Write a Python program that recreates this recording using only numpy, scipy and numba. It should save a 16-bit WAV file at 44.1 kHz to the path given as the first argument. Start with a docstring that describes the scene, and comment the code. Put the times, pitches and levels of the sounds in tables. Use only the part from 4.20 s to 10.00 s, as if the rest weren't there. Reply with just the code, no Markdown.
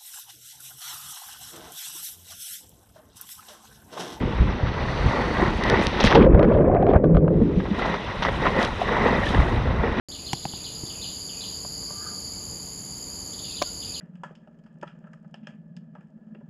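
"""Whitewater, very close: bubbles slosh, wash and fizz around a microphone in a waterproof housing on
the nose of a surfboard, while wind buffets its port. A wave slaps down and holds it under for about a
second and a half: large bubbles gurgle, trapped air hums and collapsing cavities knock on the housing.
The port drains clear, paddle strokes splash alongside and the rush builds on the next wave."""
import sys
import numpy as np
from scipy import signal
from scipy.fft import rfft, irfft, next_fast_len
from scipy.io import wavfile
from scipy.ndimage import uniform_filter1d, minimum_filter1d
from numba import njit

SR = 44100
rng = np.random.default_rng(int(sys.argv[2]) if len(sys.argv) > 2 else 0)


def transcribe(signal):
    """Save signal, clipped to [-1, 1], as a 16-bit WAV file at the path in sys.argv[1]."""
    frames = np.atleast_2d(signal).T
    limited = np.clip(frames, -1, 1)
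    pcm = np.round(limited * 32767).astype(np.int16)
    wavfile.write(sys.argv[1], SR, pcm)


N = 255780
TIME = np.arange(N) / SR

PLUNGE_S, SURFACE_S, CLEAR_S = 1.96, 3.22, 3.62   # the microphone goes under, comes up, has drained
FLOOD_DB_PER_S = 603.5   # how fast water closes over the port
SLOSH_DRAIN_DB_PER_S, WASH_DRAIN_DB_PER_S = 2, 31.5
FIZZ_DRAIN_DB_PER_S, SPRAY_DRAIN_DB_PER_S = 38.5, 30

# Table levels are set ahead of each source's own gain and filters.
# Steady rush around the board: (time [s], wind [dB], wash [dB], fizz [dB], spray [dB])
BOARD_RUSH = [(0, -26.5, -36, -44.5, -72), (.5, -30, -34, -45, -78.5), (.75, -29.5, -31, -41, -66.5),
              (1.15, -31.5, -33, -44, -64), (1.75, -31.5, -35, -37.5, -67),
              (3.85, -38.5, -36, -43.5, -71.5), (4.15, -30, -32, -42, -65),
              (4.55, -34.5, -34.5, -42, -66.5), (5.249, -24.5, -30.5, -41.5, -63.5),
              (5.5, -24.5, -34, -46, -75.5), (5.8, -30, -32, -44, -72)]
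# Wave and paddle surges along the rails: (crest time [s], level [dB], port ring [dB], rise [s])
RAIL_SURGES = [(.25, -37.5, -56, 0.053), (.96, -29, -55, 0.078), (1.215, -26, -50, 0.067),
               (1.49, -26, -30, 0.06), (1.585, -25, -35, 0.048), (1.82, -30.5, -41, 0.12),
               (3.653, -31, -36.5, 0.076), (4.06, -42, -35, 0.016), (4.255, -27.5, -30.5, 0.031),
               (4.393, -26, -33, 0.042), (4.76, -29, -35, 0.092), (4.877, -27, -32.5, 0.079),
               (5.17, -28.5, -46, 0.048), (5.67, -33, -59, 0.035), (5.795, -27.5, -48, 0.021)]
# Spray falling around the port: (crest time [s], level [dB], rise [s])
SPRAY_SHOWERS = [(1.635, -55.5, 0.015), (1.851, -47.5, 0.012), (3.592, -61, 0.0093), (3.68, -70, .035),
                 (4.16, -65, 0.0087), (4.425, -55.5, 0.027), (4.615, -61, 0.014), (5.085, -57.5, 0.035)]
# Single large bubbles, close up: (time [s], level [dB], pitch [Hz], t60 [s])
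CLOSE_GLUGS = [(0.035, -2, 200, 0.022), (1.226, -6, 352, 0.056), (1.279, -11.5, 207, 0.055),
               (1.842, 0.5, 212, 0.048), (1.958, 3, 394, 0.03), (1.989, 3, 264, 0.029),
               (2.008, 0, 225, 0.087), (2.065, -7, 520, 0.11), (2.229, -7, 483, 0.079),
               (2.28, 1, 229, 0.041), (2.839, -2, 430, 0.032), (2.859, 1.5, 353, 0.018),
               (3.119, -15, 398, 0.028), (3.188, -14, 366, 0.049), (3.217, -0.5, 210, 0.064),
               (3.373, -5, 181, 0.096), (3.512, -6, 195, 0.06), (3.594, -18.5, 1350, 0.032),
               (3.621, -18, 1940, .04), (3.739, -20, 890, 0.031), (4.265, -16.5, 1010, 0.11),
               (4.369, -17.5, 528, 0.24), (4.487, -16, 885, 0.027), (4.616, -6, 700, 0.025),
               (4.712, -15, 470, 0.083), (4.767, -12.5, 965, 0.046), (4.822, -12, 406, 0.057),
               (4.858, -9, 470, 0.07), (4.887, -10.5, 940, .03), (5.034, -19.5, 1830, 0.072),
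               (5.068, -19, 1745, 0.056), (5.639, -12.5, 460, 0.07)]
# Highest starting pitch of the gurgling bubbles: (time [s], pitch [Hz])
GURGLE_CEILING = [(2.05, 584), (2.33, 621), (2.52, 748), (2.75, 766), (2.83, 572), (3.02, 560), (3.5, 471)]
# Brief easings of the tumbling water: (time [s], depth [dB], rise [s])
TUMBLE_LULLS = [(2.598, 2.5, 0.027), (2.804, 3.5, 0.041)]
# Small bubbles sweeping past under water: (crest time [s], froth [dB], seethe [dB], rise [s])
PASSING_CLOUDS = [(1.966, -18.5, -30, 0.023), (2.02, -24, -37, 0.02), (2.19, -32.5, -52.5, 0.076),
                  (2.335, -34, -50, 0.04), (2.51, -35.5, -64, 0.11), (2.7, -35, -48.5, 0.014),
                  (2.755, -27.5, -57.5, 0.017), (2.955, -43.5, -54.5, 0.0087), (3.15, -51.5, -67, .06)]
# Cavities collapsing on the submerged housing: (time [s], knock [dB], crack [dB], ring [dB])
CAVITY_KNOCKS = [(2.024, -27.5, -25, -41), (2.045, -21.5, -28, -40), (2.146, -6.5, -39, -49),
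                 (2.193, -12.5, -24.5, -35), (2.228, -9.5, -24, -35.5), (2.243, -13, -29, -42),
                 (2.547, -11.5, -51, -49.5), (2.625, -15.5, -40.5, -51), (2.666, -12, -42, -42),
                 (2.734, -8, -39, -43.5), (2.76, -11, -46, -50), (2.841, -14.5, -46, -43.5),
                 (2.946, -18, -57, -43), (2.968, -16, -35.5, -38), (3.079, -14.5, -47, -59)]
# Ringing modes of the housing: (pitch [Hz], level [dB], t60 [s])
HOUSING_MODES = [(1180, 7, 0.08), (1293, 5.5, 0.053), (1490, 5.5, .055), (1900, -16.5, .04),
                 (2430, -7, .06), (2780, -18.5, .05), (3110, -8.5, 0.055), (3450, -14.5, 0.079),
                 (3860, -10, 0.025), (4280, -18, 0.061), (4840, -24, 0.043), (5450, -25, .055)]
# Sheets of water landing on the board: (time [s], body [dB], fizz [dB], decay [s])
BOARD_SLAPS = [(1.167, -27, -52, .03), (1.278, -29, -52, 0.023), (1.802, -13, -26, 0.019),
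               (1.838, -14.5, -28, 0.014), (1.855, -23.5, -24.5, 0.052), (1.903, -11, -31, 0.021),
               (1.917, -23, -37, 0.0045), (1.949, -13, -24.5, 0.013), (3.399, -28.5, -51, 0.011),
               (3.454, -23, -63, 0.013), (3.544, -28.5, -56, 0.022), (3.588, -32, -48, 0.015),
               (3.619, -24, -42, 0.012), (3.654, -24, -43, 0.016), (3.74, -27, -37.5, 0.02),
               (4.022, -18, -31, 0.022), (4.048, -19.5, -36, 0.025), (4.083, -11, -44, 0.01),
               (4.219, -17.5, -43, 0.012), (4.251, -18, -42, 0.032), (4.409, -20.5, -46, 0.023),
               (4.677, -23.5, -50, 0.024), (4.719, -26, -52, .02), (4.766, -20, -52, 0.013),
               (4.87, -22, -37, 0.024), (5.143, -16, -42, 0.01), (5.199, -23.5, -50, 0.014),
               (5.633, -23, -55, 0.011)]
# The breaking wave smacking the housing: (time [s], level [dB], pitch [Hz])
HOUSING_SMACKS = [(1.8022, -12, 3570), (1.81, -11, 5600), (1.831, -9, 3000), (1.84, -10, 5700),
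                  (1.8514, -9, 2280), (1.8618, -10, 3170), (1.871, -13, 2380), (1.8747, -3, 1900),
                  (1.926, -4.5, 1680), (1.954, -5.5, 2800), (1.958, -11, 3180)]
# Drops striking the housing: (time [s], level [dB])
HOUSING_DROPS = [(1.438, -33.5), (1.4997, -28), (1.669, -27), (1.85, -30), (4.429, -34), (4.45, -33),
                 (5.092, -40)]
# Hum of air trapped at the port: (crest time [s], level [dB], rise [s])
POCKET_SWELLS = [(2.91, -19, 0.05), (3.045, -14.5, 0.02), (3.19, -25.5, 0.041), (3.71, -27.5, 0.018)]
# Gusts and water eddies pushing on the port: (crest time [s], level [dB], rise [s])
PORT_BUFFETS = [(.213, -18.5, 0.01), (.262, -18, 0.013), (.436, -20.5, 0.0067), (.487, -28.5, 0.009),
                (.627, -27, 0.0064), (.79, -23.5, 0.017), (.865, -18.5, 0.023), (1.25, -28.5, 0.056),
                (1.485, -25, 0.0092), (1.55, -27, 0.04), (1.851, -14, 0.014), (2.13, -13.5, 0.034),
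                (2.355, -19.5, 0.015), (2.76, -9, 0.0052), (2.97, -14, 0.026), (3.37, -28, 0.032),
                (5.19, -20.5, 0.025)]
# Hiss of the foaming crest behind the board: (loudest time [s], level [dB], rise [s])
CREST_SWELLS = [(0.9, -48, 0.34), (1.68, -52, 0.19)]

# Spectrum of each source at the microphone: (frequency [Hz], relative level [dB])
SLOSH_SPECTRUM = [(90, -29.5), (160, -3), (210, 2.5), (280, -3), (400, -2), (520, -2.5), (650, -9),
                  (900, 1.5), (2000, -57)]
WASH_SPECTRUM = [(300, -30), (550, 0), (750, -1.5), (980, 3), (1250, -1), (1620, -4), (1800, -4), (1940, 1),
                 (2150, -7), (2500, -13.5), (3200, -21.5), (6000, -52.5)]
FIZZ_SPECTRUM = [(1500, -21), (2500, 3.5), (3200, 1), (3850, 2), (4400, -9.5), (5200, -10.5), (6050, -12.5),
                 (6600, -34.5), (7500, -47), (12000, -60)]
SPRAY_SPECTRUM = [(4500, -8), (6500, 0), (7600, -6.5), (9000, -6), (10200, -11.5), (11300, -16),
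                  (12400, -17.5), (13200, -30.5), (14500, -50.5)]
GURGLE_SPECTRUM = [(70, -15), (120, -1), (160, 2.5), (260, -3.5), (340, 0), (480, -1.5), (700, -1),
                   (1000, -8.5), (1500, -25.5), (3000, -59.5), (6000, -92.5)]
FROTH_SPECTRUM = [(400, -18), (800, 3.5), (1050, 4.5), (1400, -3), (1640, -3.5), (2000, -8.5),
                  (2700, -16.5), (3200, -31), (4500, -53.5), (7000, -74)]
SEETHE_SPECTRUM = [(1500, -8), (2500, -1), (3300, 1.5), (4000, -11), (4500, -14), (5500, -19.5),
                   (6200, -29.5), (9000, -50), (12000, -83.5)]
KNOCK_SPECTRUM = [(80, -11), (300, -1.5), (600, 18), (1000, -1.5), (1600, -4.5), (2400, -19), (3500, -33.5),
                  (6000, -60)]
CRACK_SPECTRUM = [(900, 3.5), (1900, 7), (3200, -4), (4300, -18.5), (5500, -25), (7000, -34.5),
                  (9000, -68.5)]
SLAP_SPECTRUM = [(120, -35), (400, 6), (1000, 6.5), (1500, 1.5), (1950, 3.5), (2500, -7.5), (3800, -2),
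                 (6000, -47), (10000, -57)]
SLAP_FIZZ_SPECTRUM = [(1500, -43), (2600, 1.5), (3800, 0), (5000, -7), (6100, -9.5), (7200, -38),
                      (10000, -30), (14000, -48)]
DROP_SPECTRUM = [(800, -7), (2500, -4.5), (3700, -0.5), (5000, -4.5), (6100, -8.5), (7300, -29),
                 (9500, -18.5), (12000, -48), (15000, -42)]
WIND_SPECTRUM = [(12, -26), (25, 0), (42, 4), (57, 5.5), (80, 1.5), (125, 0.5), (180, -6.5), (300, -15.5),
                 (700, -73)]
CREST_SPECTRUM = [(3000, -23), (4400, 9), (5200, -6.5), (6100, -1), (6700, -31), (8000, -23)]


def whitewater():
    """All round the nose, big bubbles slosh, middling ones wash, the smallest burst as fizz and spray."""
    slosh_gain, wash_gain, fizz_gain, spray_gain = whitewater_gains()
    slosh = bubble_cloud(per_s=600, low_hz=121, high_hz=744, cycles=11.5, spread_db=1, climb=0.027)
    wash = bubble_cloud(per_s=2200, low_hz=502, high_hz=2680, cycles=34, spread_db=1, climb=0.17)
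    fizz = bubble_cloud(per_s=2300, low_hz=2030, high_hz=6710, cycles=46, spread_db=0, climb=0.026)
    spray = bubble_cloud(per_s=420, low_hz=6130, high_hz=13000, cycles=11, spread_db=2, climb=0)
    slosh = foam(slosh, SLOSH_SPECTRUM, hiss_db=-8.5, flutter_db=1, flutter_hz=42)
    wash = foam(wash, WASH_SPECTRUM, hiss_db=7, flutter_db=1.45, flutter_hz=16)
    fizz = from_db(0.5) * foam(fizz, FIZZ_SPECTRUM, hiss_db=4, flutter_db=0.94, flutter_hz=24)
    spray = from_db(5.5) * foam(spray, SPRAY_SPECTRUM, hiss_db=4.5, flutter_db=1, flutter_hz=40)
    return slosh_gain * slosh + wash_gain * wash + fizz_gain * fizz + spray_gain * spray


def whitewater_gains():
    """Surges lift slosh, wash and fizz above the steady rush; showers add to fizz and spray."""
    wind_db, wash_db, fizz_db, spray_db = rush_db()
    surge, shower = surging(), swells(*np.transpose(SPRAY_SHOWERS))
    slosh_db = -33.5 + 0.69 * (wind_db - wind_db.mean())   # follows part of the wind's swing
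    slosh = np.hypot(from_db(slosh_db), from_db(2.5) * surge)
    wash = np.hypot(from_db(wash_db), surge)
    fizz = np.hypot(from_db(fizz_db), from_db(-15) * surge)
    fizz = np.hypot(fizz, from_db(19.5) * shower)
    spray = np.hypot(from_db(spray_db), shower)
    return (slosh * port_open(SLOSH_DRAIN_DB_PER_S), wash * port_open(WASH_DRAIN_DB_PER_S),
            fizz * port_open(FIZZ_DRAIN_DB_PER_S), spray * port_open(SPRAY_DRAIN_DB_PER_S))


def plops():
    """Each surge folds in a few larger bubbles that stand out of the wash and chirp upwards."""
    bubbles = bubble_cloud(per_s=150, low_hz=380, high_hz=2000, cycles=26, spread_db=2.5, climb=0.12)
    gain = from_db(-7) * surging() * port_open(WASH_DRAIN_DB_PER_S)
    return gain * rms_one(coloured(bubbles, WASH_SPECTRUM))


def glugs(climb=0.12, attack_cycles=0.62):
    """Close gulps of air swell roundly as they pinch off, then ring down while their pitch climbs."""
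    age, out = TIME[:SR // 5], np.zeros(N + SR)
    for start, db, hz, t60 in CLOSE_GLUGS:
        cycles = hz * age * (1 + climb * age / t60 / 2)
        envelope = (1 - np.exp(-cycles / attack_cycles)) * from_db(db - 60 * age / t60)
        out[int(start * SR):][:len(age)] += envelope * np.sin(2 * np.pi * cycles)
    return out[:N]


def underwater_bubbles(thinning_db_per_s=5):
    """Large bubbles tumble right against the housing; the water takes the treble out of smaller ones."""
    times, froth_db, seethe_db, rises = np.transpose(PASSING_CLOUDS)
    gurgle_gain = tumbling()
    thinning = gurgle_gain * from_db(-thinning_db_per_s * since(PLUNGE_S))   # small bubbles go sooner
    froth_gain = np.hypot(from_db(-24.5) * thinning, swells(times, froth_db, rises))
    seethe_gain = np.hypot(from_db(-53) * thinning, swells(times, seethe_db, rises))
    top_hz = np.interp(TIME, *np.transpose(GURGLE_CEILING))
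    gurgle = bubble_cloud(per_s=900, low_hz=125, high_hz=top_hz, cycles=24, spread_db=1.6, climb=0.11)
    froth = bubble_cloud(per_s=1500, low_hz=604, high_hz=2695, cycles=26, spread_db=-0.5, climb=0.033)
    seethe = bubble_cloud(per_s=900, low_hz=2494, high_hz=5550, cycles=30, spread_db=1.5, climb=0.01)
    gurgle = rms_one(coloured(gurgle, GURGLE_SPECTRUM))
    froth = foam(froth, FROTH_SPECTRUM, hiss_db=-2.5, flutter_db=2.5, flutter_hz=51)
    seethe = from_db(-3) * foam(seethe, SEETHE_SPECTRUM, hiss_db=9, flutter_db=2, flutter_hz=23)
    return gurgle_gain * gurgle + froth_gain * froth + seethe_gain * seethe


def knocks(knock_s=0.0039, crack_s=0.0047):
    """Under water, cavities collapse on the housing: they knock, crack and set it ringing."""
    times, knock_db, crack_db, ring_db = np.transpose(CAVITY_KNOCKS)
    shudder = rng.choice([-1, 1], N)
    out = coloured(shudder * bursts(times, knock_db, knock_s), KNOCK_SPECTRUM)
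    out += coloured(shudder * bursts(times, crack_db, crack_s), CRACK_SPECTRUM)
    age = TIME[:SR // 8]
    for start, db in zip(times, ring_db):
        for k, (hz, mode_db, t60) in enumerate(HOUSING_MODES):
            detune, strength = rng.standard_normal(2)
            loaded_hz = hz * (1 + 0.0073 * detune)   # the changing load of water shifts the ring
            decay = from_db(db + mode_db + 2 * strength - 60 * age / t60)
            out[int(start * SR):][:len(age)] += (-1) ** k * decay * np.sin(2 * np.pi * loaded_hz * age)
    return through_housing(out)


def slaps():
    """A sheet of water lands on the board at once and breaks into a short, dense shower of grains."""
    times, body_db, fizz_db, decays = np.transpose(BOARD_SLAPS)
    body = bubble_cloud(per_s=1600, low_hz=299, high_hz=3080, cycles=5.9, spread_db=3.5, climb=0.05)
    fizz = bubble_cloud(per_s=3300, low_hz=2100, high_hz=9600, cycles=2.4, spread_db=5, climb=0.05)
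    fizz = foam(fizz, SLAP_FIZZ_SPECTRUM, hiss_db=-3, flutter_db=1.5, flutter_hz=150)
    body = from_db(-2.5) * foam(body, SLAP_SPECTRUM, hiss_db=-9.5, flutter_db=1, flutter_hz=130)
    return bursts(times, body_db, decays) * body + bursts(times, fizz_db, decays) * fizz


def smacks(cycles=12.6):
    """Water hitting the housing flat on gives hard, very short cracks."""
    times, db, hz = np.transpose(HOUSING_SMACKS)
    starts = (times * SR).astype(int)
    cracks = ring_bubbles(starts, from_db(db), 2 * np.pi * hz / SR, cycles * SR / hz, climb=0.)
    return through_housing(cracks)


def drops():
    """Drops tick sharply on the housing, right by the microphone."""
    times, db = np.transpose(HOUSING_DROPS)
    clicks = np.zeros(N)
    clicks[np.round(times * SR).astype(int)] = from_db(db)
    return from_db(27) * coloured(clicks, DROP_SPECTRUM)


def air_pocket(hz=165, waver=0.02):
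    """Air trapped at the submerged port swings at one wavering pitch."""
    phase = 2 * np.pi * np.cumsum(hz * (1 + waver * drift(21))) / SR
    hum = np.sqrt(2) * np.sin(phase) * from_db(2.8 * drift(4.5))
    return swells(*np.transpose(POCKET_SWELLS)) * hum


def port_ring(hz=1920, width_hz=230):
    """Surges blow across the cavity of the microphone port, which rings at one hollow pitch."""
    times, _, ring_db, rises = np.transpose(RAIL_SURGES)
    cavity = signal.butter(2, [hz - width_hz / 2, hz + width_hz / 2], "band", fs=SR, output="sos")
    ring = rms_one(signal.sosfilt(cavity, rng.standard_normal(N)))
    return swells(times, ring_db, rises) * port_open(WASH_DRAIN_DB_PER_S) * ring


def buffeting():
    """Eddies of wind, or of water while submerged, hit the microphone port in lumps."""
    wind_db = rush_db()[0]
    steady = np.hypot(from_db(wind_db), from_db(-8) * tumbling())
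    gain = from_db(1.5) * np.hypot(steady, swells(*np.transpose(PORT_BUFFETS)))
    eddies = rng.standard_normal(N) * from_db(1.9 * drift(11))
    return gain * rms_one(coloured(eddies, WIND_SPECTRUM))


def crest_hiss():
    """Farther back, countless tiny bubbles bursting in the crest merge into a smooth, high hiss."""
    gain = swells(*np.transpose(CREST_SWELLS)) * port_open(FIZZ_DRAIN_DB_PER_S)
    return gain * rms_one(coloured(rng.standard_normal(N), CREST_SPECTRUM))


def rush_db():
    """Steady levels of wind, wash, fizz and spray."""
    times, *columns = np.transpose(BOARD_RUSH)
    return [np.interp(TIME, times, db) for db in columns]


def surging():
    """Strength of the surges along the rails."""
    times, db, _, rises = np.transpose(RAIL_SURGES)
    return swells(times, db, rises)


def tumbling(sag_db_per_s=3.5, release_db_per_s=37):
    """Strength of the water overhead: hardest at the plunge, easing off, released on surfacing."""
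    boost_db = 4.5 * np.exp(-(since(PLUNGE_S) / 0.082) ** 2)   # the first rush of air dragged under
    loss_db = (FLOOD_DB_PER_S * until(PLUNGE_S) + sag_db_per_s * since(PLUNGE_S)
               + release_db_per_s * since(SURFACE_S))
    lull_db = sum(depth * np.exp(-((TIME - s) / rise) ** 2 / 2) for s, depth, rise in TUMBLE_LULLS)
    return from_db(-15 + boost_db - loss_db - lull_db)


def port_open(drain_db_per_s, sealed_db_per_s=81):
    """Share of airborne sound reaching the microphone: cut at the plunge, back as the port drains."""
    blocked_db = drain_db_per_s * until(CLEAR_S) + sealed_db_per_s * until(SURFACE_S)
    return from_db(-np.minimum(FLOOD_DB_PER_S * since(PLUNGE_S), blocked_db))


def through_housing(x):
    """The waterproof housing passes little of the top treble."""
    return signal.sosfilt(signal.butter(6, 6200, fs=SR, output="sos"), x)


def bubble_cloud(per_s, low_hz, high_hz, cycles, spread_db, climb):
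    """Bubbles born at random, of uneven size and pitch, with even power per Hz; rms 1."""
    chance, place, size, life = rng.random((4, N))
    born = np.flatnonzero(chance < per_s / SR)
    hz = (low_hz * (high_hz / low_hz) ** place)[born]
    heights = hz * from_db(spread_db * np.minimum(-np.log(size[born]), 4)) * (-1) ** born
    lengths = cycles * (0.5 + life[born]) * SR / hz
    return rms_one(ring_bubbles(born, heights, 2 * np.pi * hz / SR, lengths, climb))


@njit
def ring_bubbles(starts, heights, phase_steps, lengths, climb):
    """Each bubble is a sine that dies by 60 dB over its length in samples while its pitch climbs."""
    out = np.zeros(N)
    for k in range(len(starts)):
        height, phase, decay = heights[k], 0., np.exp(-np.log(1000) / lengths[k])
        for i in range(min(int(lengths[k]), N - starts[k])):
            out[starts[k] + i] += height * np.sin(phase)
            phase += phase_steps[k] * (1 + climb * i / lengths[k])
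            height *= decay
    return out


def foam(grains, spectrum, hiss_db, flutter_db, flutter_hz):
    """Near grains over the smooth hiss of countless far ones, coming in clumps; rms 1."""
    mix = grains + from_db(hiss_db) * rng.standard_normal(N)
    return rms_one(coloured(mix * from_db(flutter_db * drift(flutter_hz)), spectrum))


def swells(times, db, rises, fall_ratio=1.37):
    """Gain curve of smooth swells that rise to a crest and fall more slowly; their powers add."""
    power = np.zeros(N)
    for crest, gain, rise in zip(times, from_db(db), rises):
        near = slice(max(int((crest - 4 * rise) * SR), 0), int((crest + 5 * rise) * SR))
        age = TIME[near] - crest
        width = np.where(age < 0, rise, rise * fall_ratio)
        power[near] += (gain * np.exp(-(age / width) ** 2 / 2)) ** 2
    return np.sqrt(power)


def bursts(times, db, decays, attack_s=0.00057):
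    """Envelope of sudden bursts, each falling to 1/e at its decay time."""
    age, out = TIME[:SR // 5], np.zeros(N + SR)
    attack = 1 - np.exp(-age / attack_s)
    for start, gain, decay in np.broadcast(times, from_db(db), decays):
        out[int(start * SR):][:len(age)] += gain * attack * np.exp(-(age / decay) ** 2)
    return out[:N]


def coloured(x, spectrum, roll_off_db_per_octave=26):
    """Minimum-phase filter that rolls off above the spectrum's last point; white noise keeps its power."""
    size = 2 * next_fast_len(N // 2 + SR // 10)
    hz, db = np.transpose(spectrum)
    octaves = np.log2((np.fft.rfftfreq(size, 1 / SR) + 1) / hz[-1])
    shape_db = np.interp(octaves, np.log2(hz / hz[-1]), db)
    gain = rms_one(from_db(shape_db - roll_off_db_per_octave * np.maximum(octaves, 0)))
    cepstrum = irfft(np.log(gain))[:size // 2]
    cepstrum[1:] *= 2
    return irfft(rfft(x, size) * np.exp(rfft(cepstrum, size)))[:N]


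def drift(hz, hop=40, settle=2000):
    """Slow random wander with a spread of 1."""
    pole = np.exp(-2 * np.pi * hz * hop / SR)
    noise = rng.standard_normal(N // hop + settle + 2)
    slow = signal.lfilter([1], [1, -2 * pole, pole * pole], noise)[settle:]
    return np.interp(np.arange(N) / hop, np.arange(len(slow)), rms_one(slow))


def since(s):
    return np.maximum(TIME - s, 0)


def until(s):
    return np.maximum(s - TIME, 0)


def from_db(db):
    return 10 ** (np.asarray(db) / 20)


def rms_one(x):
    return x / np.sqrt(np.mean(x ** 2) + 1e-20)


def scene():
    """Sea and wind at one microphone on the nose of the board, in mono."""
    sea = whitewater() + port_ring() + plops() + crest_hiss() + slaps() + smacks() + drops() + glugs()
    submerged = underwater_bubbles() + air_pocket() + knocks()
    return (sea + submerged + buffeting())[None]


def record(dry, ceiling=0.95, cutoff_hz=13500):
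    """After the microphone, a look-ahead limiter holds down the peaks and the top treble is cut."""
    allowed = minimum_filter1d(ceiling / np.maximum(np.abs(dry), ceiling), size=301)
    gain = uniform_filter1d(uniform_filter1d(allowed, size=151), size=151)
    return signal.sosfilt(signal.ellip(8, 0.1, 80, cutoff_hz, fs=SR, output="sos"), dry * gain)


dry = scene()
out = record(dry)
transcribe(out)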